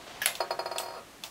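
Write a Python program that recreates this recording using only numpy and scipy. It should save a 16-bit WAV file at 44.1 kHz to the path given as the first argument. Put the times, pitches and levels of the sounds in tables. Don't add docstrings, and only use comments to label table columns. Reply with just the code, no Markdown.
import sys
import numpy as np
from scipy import signal
from scipy.fft import rfft, irfft
from scipy.io import wavfile
from scipy.ndimage import uniform_filter1d

SR = 44100
rng = np.random.default_rng(int(sys.argv[2]) if len(sys.argv) > 2 else 0)


def transcribe(u):
    v = np.clip(np.atleast_2d(u).T, -1, 1)
    q = np.round(v * 32767).astype(np.int16)
    wavfile.write(sys.argv[1], SR, q)


N = 57330
T = np.arange(N) / SR


def amp(db):
    return 10 ** (np.asarray(db) / 20)


def at(start_s, sound):
    return np.concatenate([np.zeros(max(int(start_s * SR), 0)), sound])[:N]


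def fade(t60):
    return np.exp(-np.log(1000) * T / t60)


def attack(rise_s):
    return 1 - np.exp(-T / rise_s)


def tint(sound, colour):
    hz, db = np.array(colour).T
    bin_hz = np.arange(N // 2 + 1) * SR / N
    log_gain = np.log(amp(np.interp(np.log(bin_hz + 1), np.log(hz), db)))
    causal_cepstrum = irfft(log_gain, N) * (1 + np.sign(np.fft.fftfreq(N)))
    return irfft(rfft(sound) * np.exp(rfft(causal_cepstrum)), N)


def noise(colour):
    coloured = tint(rng.standard_normal(N), colour)
    return coloured / coloured.std()


def burst(colour, db, t60, rise_s, smooth_hz=700):
    envelope = fade(t60) * attack(rise_s)
    spectrum = rfft(rng.standard_normal(N) * envelope)
    local_power = uniform_filter1d(np.abs(spectrum) ** 2, size=int(smooth_hz * N / SR))
    flat = irfft(spectrum / np.sqrt(local_power), N)
    hit = tint(flat * (T < T[-1] / 2), colour)
    return amp(db) * hit * np.sqrt(np.sum(envelope ** 2) / np.sum(hit ** 2))


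def ring(modes):
    return sum((-1) ** k * amp(db) * fade(t60) * np.sin(2 * np.pi * hz * T)
               for k, (hz, db, t60) in enumerate(modes))


# frequency in Hz, level in dB.
HISS_EQ = [(15, -32), (28, -13), (85, -10.5), (200, -8), (350, -7.5), (1080, -13.5), (2200, -16),
           (3300, -18.5), (8000, -23), (13000, -28), (15800, -33)]


def room_hiss():
    return amp(-52) * noise(HISS_EQ)


# frequency in Hz, level in dB.
RUB_EQ = [(200, -11.5), (400, -9.5), (680, 0.5), (1300, -6.5), (3500, -9), (6000, -16.5), (9000, -25.5),
          (16000, -46)]
# time in seconds, level in dB.
RUB_LEVEL = [(0, -51), (.06, -51.5), (.08, -44), (.15, -48.5), (.21, -46.5), (.38, -52), (.6, -60),
             (1.0, -61), (1.3, -69)]


def turning_hand():
    grain = uniform_filter1d(rng.standard_normal(N), size=400)
    flutter_db = 1.5 * grain / grain.std()
    ride_db = np.interp(T, *np.array(RUB_LEVEL).T)
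    return noise(RUB_EQ) * amp(ride_db + flutter_db)


# start in seconds, level in dB, bright layer trim in dB, room trim in dB.
CATCH_CUES = [(.3528, -4.5, -22, -2.5), (0.7826, 1, 2, -2.5), (1.2368, -3.5, -10, -0.5)]
# frequency in Hz, level in dB, t60 in seconds.
CATCH_MODES = [(2650, -4, 0.031), (3030, -18, 0.059), (3470, 2, 0.023), (4320, -8.5, 0.044)]
TING_MODES = [(7750, 4, 0.11), (8640, -2, 0.085), (9070, 8.5, 0.037), (9750, -9, 0.13)]
# frequency in Hz, level in dB.
CLICK_EQ = [(300, -40), (800, -1.5), (2100, -22), (2700, -12), (3000, 1), (3450, -2), (4300, -5.5),
            (5600, -6.5), (7000, -7.5), (9500, -17), (12000, -19), (15500, -15.5)]
SHIMMER_EQ = [(5000, -16), (7300, -32), (8100, 2), (9200, -2), (10000, -20), (11000, -6), (13000, -29)]
SIZZLE_EQ = [(7000, -20), (8200, -5), (10500, -14), (12200, -18), (12600, -2.5), (13100, -17), (14000, -12),
             (15500, -20)]
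CATCH_ROOM_EQ = [(200, -41), (450, -10), (700, 7), (1100, -2), (1800, -4), (3000, -1), (4700, -2),
                 (6000, -3), (8500, -7), (11500, -13.5), (13000, -11), (15500, -7)]


def catches(room_lag_s=0.0057):
    out = np.zeros(N)
    for start_s, db, bright_db, room_db in CATCH_CUES:
        click = burst(CLICK_EQ, db=-27.5, t60=0.027, rise_s=0.00013)
        click += amp(-27.5) * ring(CATCH_MODES) * attack(0.00016)
        bright = burst(SHIMMER_EQ, db=-30.5, t60=0.02, rise_s=0.00018)
        bright += amp(-43) * ring(TING_MODES)
        bright += burst(SIZZLE_EQ, db=-39.5, t60=0.21, rise_s=0.008)
        room = at(room_lag_s, burst(CATCH_ROOM_EQ, db=-34.5, t60=0.23, rise_s=0.0019))
        out += amp(db) * at(start_s, click + amp(bright_db) * bright + amp(room_db) * room)
    return out


# frequency in Hz, level in dB, t60 in seconds.
CLINK_MODES = [(1690, 0, 0.096), (1880, -10, 0.076), (3230, 0, 0.016), (5870, -25, 0.033),
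               (10000, -14.5, 0.029), (14000, -14, .05)]
SNAP_MODES = [(680, -14, 0.24), (1505, 2, 0.11), (1700, -1, 0.13), (2090, -2, 0.29), (2600, -3, 0.15),
              (3122, 6, 0.06), (3540, -3, 0.25), (4350, -5, 0.18), (8200, -15, 0.095), (10860, 5, .04)]
# frequency in Hz, level in dB.
CLINK_EQ = [(200, -19), (700, -4.5), (1200, -8), (2000, -1.5), (3100, 0.5), (4200, -11.5), (5600, -2.5),
            (7300, -18), (10500, -15), (12000, -13), (14000, -9), (16000, -10)]
SNAP_EQ = [(150, -55), (650, -11), (1200, -18.5), (2200, -2.5), (3200, -13), (4600, -13.5), (6200, -22),
           (7600, -12.5), (9200, -14), (10200, -6.5), (11000, 2), (11900, -13), (15500, -18)]
SNAP_ROOM_EQ = [(200, -39), (650, 4), (1200, -3.5), (2500, 3.5), (4500, -2.5), (6200, -8), (7600, -2.5),
                (9500, -12), (11000, 2.5), (12200, -9), (15500, -13)]


def lever(clink_s=0.2169, snap_s=0.259):
    clink = amp(-23.5) * ring(CLINK_MODES) * attack(0.00064)
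    clink += burst(CLINK_EQ, db=-26.5, t60=0.02, rise_s=0.0004)
    clink_room = burst(CLINK_EQ, db=-31, t60=0.25, rise_s=0.002)
    snap = amp(-35) * ring(SNAP_MODES)
    snap += burst(SNAP_EQ, db=-9, t60=0.011, rise_s=0.0002)
    snap_room = burst(SNAP_ROOM_EQ, db=-24.5, t60=0.22, rise_s=0.0025)
    return at(clink_s, clink + clink_room) + at(snap_s, snap + snap_room)


# frequency in Hz, level in dB, t60 in seconds.
CASE_MODES = [(357.3, -9, 0.21), (394.5, -16, 0.45), (495, -12, 0.14), (566, -9, 0.27), (559, -14.5, 0.19),
              (662.8, -4, 0.15), (702.5, -9, 0.35), (700, 13.5, 0.017), (783.8, -4, 0.16), (936, 0, 0.15),
              (1031, -32, 0.84), (1112, -7, 0.16), (1253.5, -11, 0.27), (1390, -9.5, 0.087)]
# frequency in Hz, level in dB.
THUD_EQ = [(120, -49.5), (280, -32), (450, 0), (680, 8), (900, 1), (1350, 3.5), (1700, 0), (2200, -7.5),
           (2550, -6), (3500, -18.5), (6000, -21.5), (15000, -26.5)]
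TICK_EQ = [(1500, -26), (2500, 17), (3800, 4.5), (6000, 0), (8700, -17), (9450, 12.5), (10000, -2),
           (10800, 3), (11500, -12), (13700, -15), (14700, 0)]


def case_knock(low_cut_hz=273):
    wood = amp(-26.5) * ring(CASE_MODES) * attack(0.00085)
    low_cut = signal.butter(4, low_cut_hz, "high", fs=SR, output="sos")
    thud = burst(THUD_EQ, db=-29, t60=0.064, rise_s=0.001)
    tick = burst(TICK_EQ, db=-36.5, t60=0.058, rise_s=0.0001)
    room = burst(THUD_EQ, db=-35, t60=0.28, rise_s=0.0028)
    return signal.sosfilt(low_cut, wood) + thud + tick + room


def chatter(after_s, count=12, first_gap_s=0.012, shrink=0.855, first_db=-20, step_db=-0.97):
    k = np.arange(count)
    gaps = first_gap_s * shrink ** k * (1 + 0.086 * rng.standard_normal(count))
    return list(zip(after_s + np.cumsum(gaps), first_db + step_db * k))


# start in seconds, level in dB.
BOUNCE_CUES = [(0.4039, -0.5), (0.5062, -2.5), (0.5904, -4), (0.6573, -6.5), (0.7131, -8), (0.7587, -9),
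               (0.7985, -10), (.8309, -12), (0.8586, -14), (.8833, -15), (0.9048, -17.5), (0.923, -22)]
# frequency in Hz, level in dB, t60 in seconds.
SPRING_MODES = [(4350, -1, 0.12), (4923, -2, 0.085), (4785, -7, 0.061), (2422, -11.5, 0.1),
                (2487, -15, 0.078), (1904, -10, 0.082), (6850, -25.5, 0.17), (9420, -20.5, .05),
                (10860, -25, 0.081), (14650, -23, .04)]
# frequency in Hz, level in dB.
BUZZ_EQ = [(300, -26), (500, 11), (750, -9), (850, -9), (1100, 9.5), (1300, 7), (1550, -12), (2200, -18),
           (2480, 0), (2850, -21), (8000, -33)]


def bouncing_part(metal_lag_s=0.0018, choke_t60=0.03):
    knock = case_knock()
    metal = amp(-28.5) * at(metal_lag_s, ring(SPRING_MODES) * attack(0.00089))
    chatter_cues = chatter(after_s=BOUNCE_CUES[-1][0])
    out = np.zeros(N)
    for start_s, db in chatter_cues:
        buzz = burst(BUZZ_EQ, db=-26, t60=0.16, rise_s=0.0012)
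        out += amp(db) * at(start_s, buzz)
    landings = BOUNCE_CUES + chatter_cues
    flights = np.diff([start_s for start_s, _ in landings], append=landings[-1][0])
    for (start_s, db), flight_s in zip(landings, flights):
        choke = np.exp(-np.log(1000) * np.maximum(T - flight_s, 0) / choke_t60)
        out += amp(db) * at(start_s, knock + metal * choke)
    return out


def scene():
    return (bouncing_part() + lever() + catches() + turning_hand() + room_hiss())[None]


def record(dry):
    high_cut = signal.ellip(12, 0.2, 75, 15750, fs=SR, output="sos")
    return signal.sosfilt(high_cut, dry)


dry = scene()
out = record(dry)
transcribe(out)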